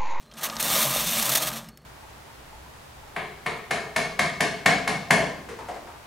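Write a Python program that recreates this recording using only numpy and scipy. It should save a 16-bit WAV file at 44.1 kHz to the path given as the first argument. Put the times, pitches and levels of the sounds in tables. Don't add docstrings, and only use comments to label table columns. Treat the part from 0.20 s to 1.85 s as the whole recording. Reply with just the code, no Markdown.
import sys
import numpy as np
from scipy import signal
from scipy.fft import rfft, irfft
from scipy.io import wavfile
from scipy.ndimage import uniform_filter1d

SR = 44100
rng = np.random.default_rng(int(sys.argv[2]) if len(sys.argv) > 2 else 0)


def unload_wav(signal):
    wavfile.write(
        sys.argv[1],
        SR,
        np.round(np.clip(np.atleast_2d(signal).T, -1, 1) * 32767).astype(np.int16),
    )


N = 72765
T = np.arange(N) / SR

# frequency in Hz, relative level in dB.
AIR_SPECTRUM = [(25, -35), (48, -2), (130, -14), (400, -8.5), (1000, -19), (16000, -38.5)]
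# mode frequency in Hz, relative level in dB.
TABLE_MODES = [(52, -7), (136, 1), (172, -2), (222, -1)]
# time in seconds, level in dB.
RUMBLE_LEVELS = [(.12, -59.5), (.26, -49), (.55, -40.5), (1.5, -47), (1.53, -56.5)]
# peak time in seconds, frequency in Hz, level in dB.
HUMS = [(.17, 222, -50), (.54, 172, -40), (.68, 136, -37), (.88, 172, -41), (.99, 222, -37.5),
        (1.11, 136, -40), (1.28, 136, -43), (1.345, 222, -44)]
# frequency in Hz, relative level in dB.
CASING_SPECTRUM = [(130, -17), (280, -3), (420, -7.5), (600, -0.5), (1250, -2), (1800, -1), (8000, -46)]
# frequency in Hz, relative level in dB.
CASING_MODES = [(560, -5), (626, -2), (690, -4), (781, -4), (914, -4), (1012, -2), (1120, 0), (1228, 2)]
# start in seconds, relative level in dB.
KNOCKS = [(0.558, -26.5), (0.644, -28.5), (.759, -23.5)]
# frequency in Hz, relative level in dB.
BED_SPECTRUM = [(300, -41.5), (900, -11.5), (1600, 0), (2800, 1.5), (4200, 0.5), (4950, -3), (5600, 0.5),
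                (7600, -0.5), (9300, 2), (10400, -3), (11600, 2), (14200, 2), (16000, -4)]
# start in seconds, frequency in Hz, level in dB.
SPRINGS = [(.035, 4091, -59), (1.478, 4370, -60)]
# start in seconds, relative level in dB.
LATCHES = [(1.487, -39.5), (1.5733, -43.5), (1.618, -61)]
# frequency in Hz, relative level in dB.
LATCH_MODES = [(2950, -9), (5335, 0), (8600, -3)]
# start in seconds, level in dB, lower and upper band edge in Hz.
CLICKS = [(0.114, -44.5, 600, 5000), (0.138, -45, 4500, 9500), (0.2987, -27, 1000, 5200),
          (0.355, -38, 5006, 9000), (0.3669, -29.5, 3720, 6600), (0.4267, -19, 3470, 13000),
          (1.026, -18, 4000, 15000), (1.093, -17, 4000, 15000), (1.152, -26, 9000, 15000)]
# start in seconds, frequency in Hz, level in dB.
PINGS = [(.117, 3200, -51), (.61, 3540, -28), (.93, 3618, -26), (1.178, 6450, -30), (1.228, 3300, -31)]
# start in seconds, force level in dB, length in seconds.
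CLATTERS = [(.173, -37.5, 0.024), (0.209, -36, 0.024), (0.2318, -25, 0.016), (0.252, -28, 0.018),
            (0.396, -23.5, 0.017), (0.442, -28, 0.0087), (0.978, -26, 0.018), (1.054, -24.5, 0.012),
            (1.095, -27, 0.012), (1.116, -21.5, 0.023), (1.1508, -17, 0.01), (1.169, -21.5, 0.012),
            (1.219, -23.5, 0.016), (1.269, -24.5, 0.02), (1.325, -33.5, 0.017), (1.357, -34.5, 0.028)]
# time in seconds, speed in m/s.
CARRIAGE_SPEED = [(0, 0.031), (.2, 0.17), (.5, 0.82), (.95, 0.83), (1.55, 0.041)]
# time in seconds, level at the needles in dB, level at the casing in dB.
STROKE_LEVELS = [(0, -50.5, -65.5), (.085, -65.5, -66.5), (.165, -49, -52), (.25, -35.5, -36.5),
                 (.29, -40, -43), (.38, -40, -41.5), (.44, -28, -35.5), (.55, -23.5, -32),
                 (.63, -23, -32.5), (.68, -28, -35.5), (.79, -26, -34.5), (.845, -29, -38.5),
                 (.88, -26.5, -38), (.99, -26.5, -37), (1.27, -32, -37), (1.31, -38, -41),
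                 (1.385, -37.5, -42.5), (1.41, -44.5, -49.5), (1.495, -53, -58.5), (1.53, -72, -66)]
# frequency in Hz, relative level in dB.
NEEDLE_MODES = [(2881, -11), (3530, -3), (3630, -1.5), (4244, -8), (5400, -8), (6195, -7), (6420, -5),
                (8450, -5), (9450, -4), (11572, -4)]

CAM_COUNT, NEEDLE_PITCH_M, GRIT_PER_S = 4, .0045, 7000
CASING_T60_S = .07
LOW_CUT_HZ, TOP_HZ = 38, 15750


def amp(db):
    return 10 ** (np.asarray(db) / 20)


def unit(x):
    return x / np.sqrt(np.mean(x ** 2))


def running_rms(x, window_s):
    return np.sqrt(np.abs(uniform_filter1d(x ** 2, int(window_s * SR))) + 1e-12)


def steady(x):
    return x / running_rms(x, window_s=.07)


def curve(rows, column=1):
    rows = np.array(rows)
    return np.interp(T, rows[:, 0], rows[:, column])


def fade(t60_s):
    return np.exp(-np.log(1000) * T / t60_s)


def pulse(start_s, fall_s):
    return (T >= start_s) * np.exp(-np.abs(T - start_s) / fall_s)


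def tone(start_s, hz, t60_s):
    age_s = np.maximum(T - start_s, 0)
    return np.sin(2 * np.pi * hz * age_s) * np.exp(-np.log(1000) * age_s / t60_s)


def butter(order, hz, kind="low"):
    return signal.butter(order, hz, kind, fs=SR, output="sos")


def hiss(low_hz, high_hz, order):
    band = butter(order, [low_hz, min(high_hz, TOP_HZ)], "band")
    return unit(signal.sosfilt(band, rng.standard_normal(N)))


def through(x, response):
    return signal.fftconvolve(x, response / np.linalg.norm(response))[:N]


def colour(spectrum):
    hz, db = np.array(spectrum).T
    grid_hz = np.linspace(1, SR / 2, 1025)
    gain = amp(np.interp(np.log(grid_hz), np.log(hz), db))
    cepstrum = irfft(np.log(gain))
    half = len(cepstrum) // 2
    return irfft(np.exp(rfft(2 * cepstrum[:half], 2 * half)))


def ring(force, modes, t60_s, swell_db, step_s=.035):
    out, power = 0, 0
    steps_s = np.arange(0, T[-1] + step_s, step_s)
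    for hz, db in modes:
        drift = np.clip(rng.standard_normal(len(steps_s)), -2, 2)
        coupling = unit(amp(swell_db * np.interp(T, steps_s, drift)))
        drive = force * coupling * rng.choice([-1, 1], N)
        out += amp(db) * through(drive, fade(t60_s) * np.cos(2 * np.pi * hz * T))
        power += amp(db) ** 2
    return out / np.sqrt(power)


def room(x):
    tail = signal.sosfilt(butter(1, hz=4000), rng.standard_normal(N)) * fade(t60_s=.22)
    air = unit(through(rng.standard_normal(N), colour(AIR_SPECTRUM)))
    return x + amp(-19) * through(x, tail) + amp(-58.5) * air


def table(swell_s=.023):
    rumble = ring(sliding(), TABLE_MODES, t60_s=.2, swell_db=3)
    rumble = signal.sosfilt(butter(2, hz=413), rumble)
    out = amp(curve(RUMBLE_LEVELS)) * steady(rumble)
    for peak_s, hz, db in HUMS:
        hum = np.sqrt(2) * np.sin(2 * np.pi * (hz * T + rng.random()))
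        out += amp(db) * hum / np.cosh((T - peak_s) / swell_s)
    return out


def springs(rise_s=.05, beat_hz=47, t60_s=.8):
    out = 0
    for start_s, hz, db in SPRINGS:
        rise = np.clip((T - start_s) / rise_s, 0, 1)
        planes = tone(start_s, hz, t60_s) + .65 * tone(start_s, hz + beat_hz, t60_s)
        out += amp(db) * rise * planes
    return out


def knocks(centre_hz=583):
    push = sum(amp(db) * pulse(start_s, fall_s=.0058) for start_s, db in KNOCKS)
    out = 0
    for hz, db in CASING_MODES[:2]:
        force = push * hiss(centre_hz / np.sqrt(2), centre_hz * np.sqrt(2), order=2)
        out += amp(db) * through(force, tone(0, hz, CASING_T60_S))
    return amp(-14.5) * out


def casing(force):
    knock = through(force, colour(CASING_SPECTRUM))
    ringing = ring(force, CASING_MODES, CASING_T60_S, swell_db=3)
    return amp(-1.5) * knock + amp(-3.5) * ringing


def needle_bed(force, wash_db=3):
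    decay = fade(t60_s=.014) ** 2
    energy = np.abs(signal.fftconvolve(force ** 2, decay / decay.sum())[:N])
    wash = amp(wash_db) * np.sqrt(energy) * rng.standard_normal(N)
    return through(force + wash, colour(BED_SPECTRUM)) / np.hypot(1, amp(wash_db))


def latches():
    envelope = sum(amp(db) * pulse(start_s, fall_s=.0022) for start_s, db in LATCHES)
    ringing = sum(amp(db + mode_db) * tone(start_s, hz, t60_s=.032)
                  for start_s, db in LATCHES for hz, mode_db in LATCH_MODES)
    return needle_bed(envelope * rng.standard_normal(N)) + amp(-6) * ringing


def clicks():
    return sum(amp(db) * pulse(start_s, fall_s=.004) * hiss(low_hz, high_hz, order=3)
               for start_s, db, low_hz, high_hz in CLICKS)


def pings():
    return sum(amp(db) * tone(start_s, hz, t60_s=.1) for start_s, hz, db in PINGS)


def grit(scatter_db=3.5):
    hits = (rng.random(N) < GRIT_PER_S / SR) * rng.choice([-1, 1], N)
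    return unit(hits * amp(scatter_db * np.minimum(rng.standard_normal(N), 2)))


def clatters(attack_s=.0006, fall_s=.0037):
    envelope = 0
    for start_s, db, length_s in CLATTERS:
        rise = np.clip((T - start_s) / attack_s, 0, 1)
        fall = np.exp(-np.maximum(T - start_s - length_s, 0) / fall_s)
        envelope += amp(db) * rise * fall
    return envelope * grit()


def butts(count=300, jitter_pitches=.16, scatter_db=3.5):
    travel_pitches = np.cumsum(curve(CARRIAGE_SPEED)) / SR / NEEDLE_PITCH_M
    force = np.zeros(N)
    for cam in range(CAM_COUNT):
        lag, size = rng.standard_normal((count, 2)).T
        butt_pitches = np.arange(count) + rng.random() + jitter_pitches * lag
        hit_samples = np.searchsorted(travel_pitches, butt_pitches)
        inside = (hit_samples > 0) & (hit_samples < N)
        strikes = (-1) ** cam * amp(scatter_db * np.minimum(size, 2))
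        np.add.at(force, hit_samples[inside], strikes[inside])
    return steady(force)


def sliding():
    return amp(-2) * butts() + amp(.5) * grit()


def soften(x, treble_floor=.033, hard_db=-30):
    low = signal.sosfiltfilt(butter(1, hz=6940), x)
    level = running_rms(x, window_s=.0099)
    hardness = level / (level + amp(hard_db))
    return low + (x - low) * (treble_floor + (1 - treble_floor) * hardness)


def needles(force):
    rattle = needle_bed(force)
    ringing = ring(force, NEEDLE_MODES, t60_s=.05, swell_db=5)
    return soften(rattle + amp(-12.5) * ringing)


def scene():
    slide, clatter, click = sliding(), clatters(), clicks()
    rattle = needles(slide * amp(curve(STROKE_LEVELS, column=1)) + clatter)
    small_parts = click + latches() + pings() + springs()
    jolts = clatter + click * rng.choice([-1, 1], N)
    shell = casing(slide * amp(curve(STROKE_LEVELS, column=2)) + amp(-11.5) * jolts)
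    return np.tile(room(rattle + small_parts + shell + knocks() + table()), (2, 1))


def record(dry):
    dry = signal.sosfilt(butter(6, LOW_CUT_HZ, "high"), dry)
    return signal.sosfilt(signal.ellip(12, .2, 80, TOP_HZ, fs=SR, output="sos"), dry)


dry = scene()
out = record(dry)
unload_wav(out)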